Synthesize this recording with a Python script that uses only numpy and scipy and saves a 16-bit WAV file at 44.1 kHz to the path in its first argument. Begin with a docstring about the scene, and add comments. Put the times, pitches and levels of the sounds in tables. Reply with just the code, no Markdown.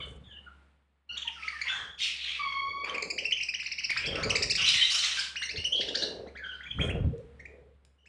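"""Small parrots feeding in a hard-walled room

Close to the microphone, short arching chirps built from harmonics and dry noise cracks of beaks on seed.
Around them, held notes, one long steady call, a low moan and hoarse squawks of two tumbling voices.
Birds taking off whirr their wings (pulsed noise), blow gusts on the microphone and knock it with low pushes.
A faint hum and room hiss run underneath at changing levels; random decaying tails give the room's echo."""
import sys
import numpy as np
from scipy import signal
from scipy.fft import rfft, irfft, next_fast_len
from scipy.io import wavfile
from scipy.ndimage import map_coordinates

SR = 44100
rng = np.random.default_rng(int(sys.argv[2]) if len(sys.argv) > 2 else 0)


def bounce(signal):
    """Save signal as a 16-bit WAV file at the path given by the first command-line argument."""
    frames = np.transpose(np.atleast_2d(signal))
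    limited = np.clip(frames, -1, 1)
    pcm = np.round(limited * 32767).astype(np.int16)
    wavfile.write(sys.argv[1], SR, pcm)


N = 356328

# All levels are relative: the mix sets the final balance.
# Room tone. Each row: time in seconds, hum level in dB, hiss level in dB.
BACKGROUND = [(0, -51, -71), (.5, -60.5, -64.5), (1.07, -76.5, -84.5), (1.12, -59.5, -65), (1.9, -64, -72),
              (2.1, -62.5, -67), (4, -64.5, -66.5), (6, -58.5, -63), (7.2, -62, -67), (7.5, -57, -67),
              (8.04, -67, -79), (8.08, -66, -70)]
# Colour of the room hiss. Each row: frequency in Hz, relative level in dB.
HISS_SPECTRUM = [(80, -49), (150, 7.5), (480, -10), (800, -5.5), (2000, -9.5), (3500, -16), (6000, -31.5),
                 (11000, -24), (22000, -72)]
# Echo of the hard walls. Each row: frequency in Hz, time to decay by 60 dB in seconds.
ROOM_T60 = [(300, 0.8), (2500, 0.37), (9000, 0.41)]
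# Response of the microphone. Each row: frequency in Hz, gain in dB.
MIC_RESPONSE = [(20, -2.5), (6000, 2), (8500, 0.5), (10500, -8.5), (12500, -25.5), (15400, -40)]
HUM_HZ, BAND_LIMIT_HZ = 69.1, 15480

# Wing whirr at take-off. Each row: full strength from in seconds, level in dB, then rise, hold and fall in seconds.
WHIRR_BOUTS = [(.01, -49.5, 0.11, 0.16, 0.061), (1.82, -50, 0.081, 0.0064, 0.15),
               (2.92, -38, 0.37, 0.27, 0.19), (4.09, -29, 0.067, 0.27, 0.28),
               (5.55, -39.5, 0.08, 0.011, 0.14), (5.8, -33, 0.13, 0.43, 0.2),
               (6.8, -30.5, 0.028, 0.18, 0.18), (7.4, -54.5, 0.18, 0.25, 0.11)]
# Gusts on the microphone. Each row: full strength from in seconds, level in dB, then rise, hold, fall in seconds.
GUST_BOUTS = [(.16, -39.5, 0.51, .01, 0.25), (1.82, -47.5, 0.23, .01, 0.2), (2.92, -54, 0.84, .01, 1),
              (4.09, -29.5, 0.18, .25, 0.4), (4.7, -39, 0.3, .07, 0.046), (5.58, -37, 0.063, .01, 0.15),
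              (6.19, -45, 0.51, .01, 0.29), (6.8, -20, 0.083, .15, 0.23), (7.07, -15.5, 0.08, .01, 0.055),
              (7.25, -53.5, 0.041, .2, 0.65)]
# Feathers rustling close by. Each row: full strength from in seconds, level in dB, then rise, hold, fall in seconds.
RUSTLE_BOUTS = [(.1, -66, 0.15, 0.023, 0.079), (6.82, -57.5, 0.042, 0.064, 0.085)]
# Colour of the whirr. Each row: frequency in Hz, relative level in dB.
WHIRR_SPECTRUM = [(88, -42.5), (150, -5.5), (281, -3.5), (360, 1), (425, 7), (535, 4.5), (1040, -20.5),
                  (1500, -31.5), (1950, -48), (3300, -120)]
# Colour of the gusts. Each row: frequency in Hz, relative level in dB.
GUST_SPECTRUM = [(12, -55), (20, -32), (46, 3.5), (70, 4), (128, 3.5), (296, -10.5), (400, -30), (520, -45),
                 (880, -120)]
# Colour of the rustling. Each row: frequency in Hz, relative level in dB.
RUSTLE_SPECTRUM = [(2500, -120), (4500, -13), (6500, 6.5), (9500, 12.5), (14000, -16.5)]
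SWELL_DB = 20  # level change over one rise or fall time
FAR_WHIRR_DB, FAR_GUST_DB = -6, -7  # restless wings elsewhere, over the hum level in BACKGROUND
# Single wing strokes that knock the microphone. Each row: start in seconds, level in dB.
THUMPS = [(2.683, -45.5), (4.226, -33.5), (5.581, -34.5), (6.791, -28.5), (7.046, -15.5), (7.061, -18.5)]
THUMP_HZ, THUMP_T60_S = 85.5, 0.117

# A low hollow moan. Each row: time in seconds, pitch in Hz, level in dB.
MOAN = [(7.12, 476, -48.5), (7.14, 456, -40), (7.482, 495.4, -78), (7.512, 430.5, -57), (7.75, 466, -66)]
# Held notes. Each row: start in seconds, length in seconds, level in dB, fade in dB, pitch in Hz, end pitch in Hz,
# 2nd harmonic over the fundamental in dB.
NOTES = [(0, 0.094, -42.5, 21, 3390, 3480, -42), (0, 0.058, -45, 1, 3030, 3020, -45),
         (0, 0.022, -37, 31, 1133, 1140, 4), (0.234, 0.11, -62, -3.5, 3530, 3280, -25),
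         (0.274, 0.12, -64.5, -3, 1770, 1646, -40), (0.297, 0.1, -57.5, -8, 3103, 2885, -45),
         (0.461, 0.031, -52.5, -7.5, 1383, 1393, -41), (1.089, 0.082, -58.5, 2, 1410, 1460, 15),
         (1.246, 0.06, -53, -1, 954, 913, -3), (1.353, 0.068, -57, -5, 1480, 1216, -12),
         (1.427, 0.15, -47, 7, 1290, 1229, -21), (1.525, 0.089, -43, 5, 1900, 1752, -51),
         (1.692, 0.26, -37, 26.5, 1536, 1706, -32), (1.689, 0.34, -36.5, 27.5, 3425, 3370, -23),
         (4.04, 0.12, -41, 0, 3277, 3314, -41), (4.587, 0.29, -36.5, 2.5, 2954, 2945, -24),
         (4.638, 0.021, -20.5, 1, 3056, 3030, -21), (4.659, 0.045, -25.5, 3.5, 3900, 3860, -45.5),
         (4.759, 0.17, -34, 14, 1997, 2052, -27), (4.808, 0.027, -25.5, -5.5, 3030, 3055, -34),
         (4.824, 0.039, -30.5, -5.5, 3834, 3960, -57), (4.865, 0.45, -32, 23, 3000, 3090, -18),
         (4.681, 0.37, -39, 1, 3850, 3876, -31.5), (5.387, 0.094, -46, -6, 2875, 2790, -6),
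         (5.166, 0.088, -31.5, 19, 1613, 1566, -5.5), (5.58, 0.057, -30.5, 19.5, 2830, 2950, -20),
         (5.645, 0.04, -28, 9.5, 2904, 2933, -14.5), (5.718, .03, -24.5, 6.5, 2850, 3680, -26),
         (5.735, 0.064, -31.5, 5, 3040, 3350, -28), (5.677, 0.45, -47, 4.5, 2895, 2884, -13.5),
         (6.387, 0.085, -50.5, -3, 1744, 1545, -32), (6.422, 0.26, -42, 17, 1540, 1457, -26.5),
         (6.435, 0.13, -49.5, -2, 3250, 2974, -29.5), (6.66, 0.09, -49, 4, 2290, 2540, -34),
         (6.629, 0.24, -54, 0, 3300, 3000, -23), (6.705, 0.016, -30, -2, 2985, 3275, -37),
         (6.807, 0.024, -33.5, -7, 3260, 3052, -40), (6.816, 0.056, -40, 11, 3247, 3300, -18),
         (7.977, 0.087, -75, 0, 2800, 2900, -21)]
NOTE_ROLLOFF_DB = 10.5  # each harmonic above the 2nd lies this far under the one before
# One long steady call. Each row: time in seconds, pitch in Hz, fundamental in dB, 2nd harmonic in dB.
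LONG_CALL = [(2.385, 1183, -66, -59), (2.397, 1161, -35, -42), (2.435, 1116, -43, -41.5),
             (2.529, 1092, -37, -42), (2.858, 1133, -48, -49), (2.917, 1139, -43.5, -58),
             (2.95, 1027, -59, -48)]
# Harmonics 3 to 6 of the long call: level relative to the 2nd in dB.
LONG_CALL_UPPER_DB = (-7, -11, -31, -40)
# Hoarse squawks. Each row: start in seconds, length in seconds, level in dB, fade in dB, pitch in Hz,
# end pitch in Hz, overtones in dB, low rasp in dB.
SQUAWKS = [(0, 0.069, -33.5, 36, 3016, 3060, -31, 5), (1.139, 0.23, -42, 30, 3330, 3017, -18, -2),
           (1.289, 0.36, -50, -9, 2738, 1974, -12, -25), (1.627, 0.1, -35, -7.5, 2258, 2943, -22.5, -11.5),
           (1.691, 0.19, -31, 17, 3320, 3257, -5.5, 12), (1.976, 0.17, -26.5, 5.5, 3161, 2700, -12, -27),
           (2.123, 0.28, -34.5, -1, 3023, 2750, -19.5, -22), (2.399, 0.16, -54, -12, 2264, 2380, -14, -6),
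           (2.828, 0.18, -29, 19, 2225, 2357, -18, 2), (3.873, 0.34, -34, 10.5, 2434, 2400, -19.5, -15),
           (4.108, 0.27, -39.5, -3.5, 2970, 2202, -11, 7),
           (4.555, 0.094, -31.5, -10.5, 2910, 2920, -16.5, -11.5),
           (4.633, 0.33, -17, 20.5, 3003, 3076, -10, -19), (4.888, 0.14, -19, 19, 3114, 3100, 1.5, -7.5),
           (4.999, .3, -25.5, 14, 3094, 3070, -7.5, -12), (5.733, 0.25, -35.5, 15, 3250, 3556, -21, -45),
           (5.948, 0.12, -36, 5.5, 4210, 4000, -20, -17), (6.434, 1, -54.5, 30.5, 3150, 2635, -15.5, -1),
           (6.77, 0.26, -38.5, 26, 3093, 2630, -11.5, 14)]
# Throat colour of the squawks. Each row: frequency in Hz, gain in dB.
THROAT = [(1000, -0.8), (3000, 1.47), (5500, 5.5), (6800, -2), (7800, -0.5), (9500, 2), (11000, -9),
          (14500, 13.5)]

# Beaks on seed. Each row: start in seconds, level in dB.
PECKS = [(3.905, -30), (5.642, -49), (7.18, -57), (7.8501, -53)]
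# Chirps. Each row: time 4 ms after the onset in seconds, level in dB, top pitch in Hz,
# 2nd harmonic over the fundamental in dB, length in seconds (held to 8-80 ms).
CHIRPS = [(1.173, -24, 3520, -14.5, 0.018), (1.221, -24.5, 3320, -21, 0.018),
          (1.277, -20, 3087, -26.5, 0.02), (1.389, -38, 1780, -38, 0.016), (1.427, -26.5, 2490, -23, 0.024),
          (1.483, -16.5, 2326, -13, 0.015), (1.618, -16, 2278, -6.5, 0.013), (1.67, -22, 2156, -35, 0.032),
          (1.68, -26, 3270, -18, 0.022), (2.848, -16.5, 2425, -16.5, 0.012), (2.895, -27, 3210, -12, 0.016),
          (2.946, -19.5, 2464, -17, 0.025), (2.983, -19.5, 2370, -12, 0.0091),
          (3.027, -15.5, 2440, 0.5, 0.0098), (3.1045, -16, 2450, -1, 0.018), (3.183, -17, 2680, -5, 0.021),
          (3.249, -18, 2830, -8.5, 0.03), (3.313, -16.5, 2650, -6, 0.0081),
          (3.322, -14, 3114, -15.5, 0.024), (3.369, -22.5, 2825, -13, 0.036),
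          (3.406, -19.5, 2760, -14.5, 0.026), (3.428, -22.5, 2677, 1, 0.023), (3.489, -16, 2775, -6, 0.021),
          (3.541, -22.5, 2760, -6.5, 0.025), (3.599, -21.5, 2667, -10, 0.03),
          (3.629, -33.5, 2450, -2, 0.041), (3.663, -18.5, 2726, -6.5, 0.022),
          (3.718, -19, 2700, -2.5, 0.025), (3.783, -20.5, 2760, -4.5, 0.032),
          (3.839, -17, 2780, -1.5, 0.026), (3.898, -17, 2415, -10.5, 0.041), (3.966, -25, 2390, -22, 0.034),
          (3.97, -19, 2600, -2, 0.029), (4.032, -23.5, 2630, -33, 0.048), (4.057, -23, 2696, -3, 0.036),
          (4.158, -14.5, 2750, -14, 0.011), (4.23, -20, 2374, -1, 0.031), (4.299, -13.5, 2800, -2, 0.028),
          (4.356, -13, 2550, 2, 0.023), (4.424, -14.5, 2624, 1, 0.027), (4.5008, -14.5, 2570, 4.5, 0.032),
          (4.554, -15.5, 2514, 4, 0.023), (4.615, -23.5, 2994, 15, 0.027), (4.82, -25, 2300, 20, 0.012),
          (4.9, -20.5, 2280, 17, 0.029), (4.989, -18, 2160, 11, 0.018), (5.035, -16.5, 2050, 7, 0.038),
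          (5.116, -20, 1987, 6, 0.026), (5.194, -18, 2540, 8.5, 0.018), (5.359, -20.5, 2855, -10, 0.033),
          (5.42, -19.5, 2124, -5, 0.035), (5.493, -21.5, 2238, -2.5, 0.021), (5.51, -25, 2700, 3.5, 0.021),
          (5.561, -26, 2140, 4, 0.035), (5.572, -24.5, 2760, -3, 0.023), (5.644, -26, 2760, 2, 0.014),
          (5.812, -15.5, 1577, 36, 0.012), (5.8124, -27, 2095, 1, 0.033), (5.88, -23, 1740, 15, 0.034),
          (5.947, -19.5, 1730, 5, 0.023), (5.952, -17.5, 2315, 17, 0.021), (5.974, -25.5, 2695, 7, 0.012),
          (6.021, -28.5, 1682, -2, 0.022), (6.023, -17, 2150, 24, 0.028), (6.038, -32, 1670, -12, 0.011),
          (6.267, -43, 2130, -6, 0.038), (6.352, -33, 2125, -15.5, 0.06), (6.608, -31.5, 1950, -35, 0.018),
          (6.631, -42, 3480, -19, 0.026), (6.652, -34, 2380, -32, 0.039), (6.789, -23.5, 2464, -42, 0.048),
          (6.894, -24.5, 2710, -40.5, 0.036), (7.397, -35, 2170, -26, 0.026),
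          (7.457, -31.5, 2360, -26, 0.014), (8.06, -44.5, 2620, -11, 0.026)]
# Each run of chirps comes from one bird with its own contour. Each row: run begins in seconds,
# starting pitch in Hz (at most 0.92 of the top), pitch drop at the end as a fraction of the top,
# 3rd harmonic over the 2nd in dB at a top pitch of 1.5 kHz.
CALLERS = [(1.1, 2830, 0.52, 19.5), (1.36, 1960, 0.22, -2), (1.68, 1310, 0, -5), (2.8, 2290, 0.21, 5),
           (3.15, 1905, 0.23, -2), (3.62, 990, 0.3, 3.5), (3.65, 1903, 0.5, -8.5), (3.95, 970, 0.12, -0.5),
           (4.02, 1540, 0.15, 4.5), (4.25, 1685, 0.49, 5.5), (4.8, 1820, 0, -2), (5.15, 2400, 0, 6),
           (5.3, 1100, 0, -4), (5.46, 1873, 0, -8.5), (5.565, 1370, 0.06, -10), (5.8, 1572, 0.13, -7),
           (6.2, 1114, 0, -4), (6.62, 1485, 0.73, -3), (6.75, 833, 0.4, -6.5), (6.85, 1247, 0.02, 8),
           (7.3, 1530, 0, 13)]
THIRD_FALLS_DB_PER_KHZ = 15  # the throat damps the 3rd harmonic of higher chirps


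def amp(db):
    """Gain of a level in dB."""
    return 10 ** (np.asarray(db) / 20)


def unit(x):
    """x at an RMS of one."""
    return x / np.sqrt(np.mean(x ** 2) + 1e-20)


def along(points, hz):
    """(Hz, value) points read off a log frequency axis."""
    f, v = np.transpose(points)
    return np.interp(np.log(hz + 1), np.log(f + 1), v)


def curves(rows):
    """One value per sample for each column after the time."""
    s, *cols = np.transpose(rows)
    return [np.interp(np.arange(N) / SR, s, c) for c in cols]


def wobble(rate, size=N):
    """A smooth random curve of size samples, rate knots a second."""
    knots = rng.standard_normal(size // 40 if size == N else SR // 40)
    return map_coordinates(knots, [np.arange(size) * rate / SR], mode="mirror")


def turns(hz):
    """Phase in radians of a voice whose pitch follows hz sample by sample."""
    return 2 * np.pi * np.cumsum(hz) / SR


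def coloured(x, spectrum):
    """x through a spectrum of (Hz, dB) points."""
    m = next_fast_len(N + 8192)
    return irfft(rfft(x, m) * amp(along(spectrum, np.fft.rfftfreq(m, 1 / SR))), m)[:N]


def swells(rows):
    """Gain of bouts that rise, hold and fall at their own speeds."""
    t = np.arange(0, N + 64, 64) / SR
    gain = np.zeros(len(t))
    for s, db, rise, hold, fall in np.abs(rows) * (1, -1, 1, 1, 1):  # every level is below 0 dB
        before = np.clip(s - t, 0, 9) / rise
        after = np.clip(t - s - hold, 0, 9) / fall
        gain += amp(db - SWELL_DB * (before + after))
    return np.interp(np.arange(N) / SR, t, gain)


def held(rows, jitter, shimmer_db, rate=200, flutter=60, wander=0):
    """A held note: harmonics of one slightly unsteady pitch, each flickering in level on its own."""
    s, hz, *levels = np.transpose(rows)
    a, n = round(s[0] * SR), round((s[-1] - s[0]) * SR)
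    t = s[0] + np.arange(n) / SR
    unsteady = wobble(rate, size=n) + wander * wobble(35, size=n)
    phase = turns(np.interp(t, s, hz) * (1 + jitter * unsteady))
    tone = np.zeros(n)
    for k, db in enumerate(levels, 1):
        shimmer = shimmer_db * np.tanh(wobble(flutter, size=n))
        tone += amp(np.interp(t, s, db) + shimmer) * np.sin(k * phase)
    out = np.zeros(N + SR)
    out[a:a + n] = tone * signal.windows.tukey(n, min(1, 0.017 * SR / n))
    return out[:N]


def background():
    """A steady low hum and the coloured noise of the room, each drifting slightly in level."""
    hum_db, hiss_db = curves(BACKGROUND)
    hum = np.sin(turns(HUM_HZ + 0.2 * wobble(24))) * amp(1.5 * wobble(6))
    hiss = unit(coloured(rng.standard_normal(N), HISS_SPECTRUM)) * amp(1.5 * wobble(6))
    return amp(hum_db + 4.0) * hum + amp(hiss_db) * hiss


def room(x):
    """Each overlapping slice of sound gets its own decaying tail, as the birds sit all over the room."""
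    step = SR // 5
    out, x = np.zeros(N + 3 * SR), np.pad(x, (step, 2 * step))
    fade = signal.windows.hann(2 * step, sym=False)
    for a in range(0, N + step, step):
        hz, t, z = signal.stft(rng.standard_normal(SR // 2), SR, nperseg=256)
        decay = amp(-60 * t / along(ROOM_T60, hz)[:, None])
        tail = signal.istft(z * decay, SR, nperseg=256)[1]
        wet = signal.fftconvolve(fade * x[a:a + 2 * step], tail / np.linalg.norm(tail))
        out[a + 200:][:len(wet)] += wet  # the echo trails by 200 samples
    return out[step:step + N]


def wing_noise(beat, beat_db, lump_db, rate, spectrum):
    """Noise pulsed by the wing beat and made lumpy at random, then coloured."""
    level_db = beat_db * beat + lump_db * wobble(rate)
    return unit(coloured(rng.standard_normal(N) * amp(level_db), spectrum))


def wings():
    """Wing beats pulse the whirr and rustle; the air they push reaches the microphone as lumpy gusts."""
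    far_db, _ = curves(BACKGROUND)
    beat = np.sin(turns(17 * (1 + .1 * wobble(1.5))))  # about 17 beats a second
    whirr = wing_noise(beat, 0.41, 2.7, 70, WHIRR_SPECTRUM)
    gust = wing_noise(beat, 2.1, 1.6, 30, GUST_SPECTRUM)
    rustle = wing_noise(beat, 1.9, 3.33, 90, RUSTLE_SPECTRUM)
    whirr_gain = amp(-9.5) * (swells(WHIRR_BOUTS) + amp(far_db + FAR_WHIRR_DB))
    gust_gain = amp(-10.5) * (swells(GUST_BOUTS) + amp(far_db + FAR_GUST_DB))
    return whirr_gain * whirr + gust_gain * gust + swells(RUSTLE_BOUTS) * rustle


def thumps():
    """Each wing stroke knocks the microphone into a low, quickly decaying swing."""
    out, t = np.zeros(N + SR), np.arange(SR // 8) / SR
    for s, db in THUMPS:
        decay = amp(db + 1 - 60 * t / THUMP_T60_S)
        out[round(s * SR):][:len(t)] += decay * np.sin(2 * np.pi * THUMP_HZ * t)
    return out[:N]


def moan():
    """A low hollow moan: a single unsteady sine with no overtones."""
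    return held(MOAN, jitter=0.08, shimmer_db=4.0)


def note(s, length, db, fade_db, hz, end_hz, second_db):
    """One held note of four harmonics: pitch glides and level fades evenly from start to end."""
    levels = db + np.array([0, second_db, second_db - NOTE_ROLLOFF_DB, second_db - 2 * NOTE_ROLLOFF_DB])
    rows = [(s, hz, *levels), (s + length, end_hz, *(levels - fade_db))]
    return held(rows, jitter=.033, shimmer_db=6, rate=400, flutter=120, wander=.4)


def steady_call():
    """The long call: six harmonics, the upper four following the 2nd."""
    rows = [(*row, *(row[-1] + np.array(LONG_CALL_UPPER_DB))) for row in LONG_CALL]
    return held(rows, jitter=.013, shimmer_db=3, flutter=120)


def squawk(s, length, db, fade_db, hz, end_hz, overtone_db, rasp_db, hoarse):
    """Two voices whose pitch tumbles wildly, broken into rattling pulses."""
    a, n = round(s * SR), round(length * SR)
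    u, voices = np.linspace(0, 1, n), np.zeros(n)
    for _ in range(2):
        tumble = hoarse * (.3 * wobble(40, size=n) + wobble(500, size=n))
        phase = turns((hz + (end_hz - hz) * u) * np.exp(tumble))
        uneven_db = 3.3 * wobble(24.0, size=n) + 5.2 * np.tanh(wobble(170.4, size=n))
        regular_db = 3.5 * np.sin(turns(75 * np.exp(0.21 * wobble(30, size=n))))  # near 75 pulses a second
        rattle = amp(uneven_db + regular_db)
        overtones = (np.sin(2 * phase) + 0.23 * np.sin(3 * phase)
                     + 0.48 * np.sin(4 * phase) + .05 * np.sin(5 * phase))
        # the folds also flap at half and quarter speed
        rasp = np.sin(phase / 2) + 0.18 * np.sin(phase / 4)
        voices += rattle * (np.sin(phase) + amp(overtone_db) * overtones + amp(rasp_db) * rasp)
    out = np.zeros(N + SR)
    out[a:a + n] = amp(db - fade_db * u) * unit(voices) * signal.windows.tukey(n, min(1, 0.075 * SR / n))
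    return out[:N]


def pecks():
    """Beaks crack seed: short dry bursts of noise, decaying at 60 dB in 14 ms."""
    out, t = np.zeros(N + SR), np.arange(400) / SR
    for s, db in PECKS:
        crack = amp(db + 2.0 - 60 * t / 0.014) * rng.standard_normal(len(t))
        out[round(s * SR):][:len(t)] += crack
    return out[:N]


def chirps():
    """Each chirp sweeps up to its top pitch and may sag again; pitch and level tremble fast."""
    out = np.zeros(N + SR)
    for s, db, top_hz, second_db, length in CHIRPS:
        _, start_hz, drop, over_db = [caller for caller in CALLERS if caller[0] < s][-1]
        third_db = second_db + over_db - THIRD_FALLS_DB_PER_KHZ * (top_hz - 1500) / 1000
        u = np.linspace(0, 1, int(np.clip(length, .008, .08) * SR))
        rise = 1 - min(start_hz / top_hz, .92)
        climb = rise * np.clip(1 - u / 0.4784, 0, 1) ** 1.7
        sag = drop * np.clip(2 * u - 1, 0, 1) ** 2.0
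        phase = turns(top_hz * (1 - climb - sag) * (1 + 0.055 * wobble(700, size=len(u))))
        voice = np.zeros(len(u))
        for k, level in enumerate((0, second_db, third_db, third_db - 11.0), 1):
            voice += amp(level + 3.5 * wobble(300, size=len(u))) * np.sin(k * phase)
        voice /= np.sqrt(1 + amp(2 * second_db) + amp(2 * third_db))  # even out strong harmonics
        shape = np.sin(np.pi * u ** 0.72)  # swells a little faster than it fades
        out[round((s - .004) * SR):][:len(u)] += amp(db - 10.5) * shape * voice
    return out[:N]


def scene():
    """Direct sound of every source, the room's echo of the voices and beaks, and the unechoed low layers."""
    near = chirps() + pecks()
    notes = sum(note(*row) for row in NOTES)
    long_call = steady_call()
    hoarse = coloured(sum(squawk(*row, hoarse=0.2) for row in SQUAWKS), THROAT)
    wet = room(amp(-2.5) * near + amp(-1.5) * notes + amp(5.5) * long_call + amp(-5.5) * hoarse)
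    low = wings() + thumps() + amp(1.5) * moan() + background()
    direct = near + amp(1.5) * notes + amp(0.5) * long_call + amp(-9.5) * hoarse
    return (direct + wet + low)[None]


def record(dry):
    """The microphone loses treble above 8 kHz and keeps nothing above its band limit."""
    x = coloured(dry[0], MIC_RESPONSE)
    m = next_fast_len(N + 8192)
    in_band = np.fft.rfftfreq(m, 1 / SR) < BAND_LIMIT_HZ
    return irfft(rfft(x, m) * in_band, m)[None, :N]


dry = scene()
out = record(dry)
bounce(out)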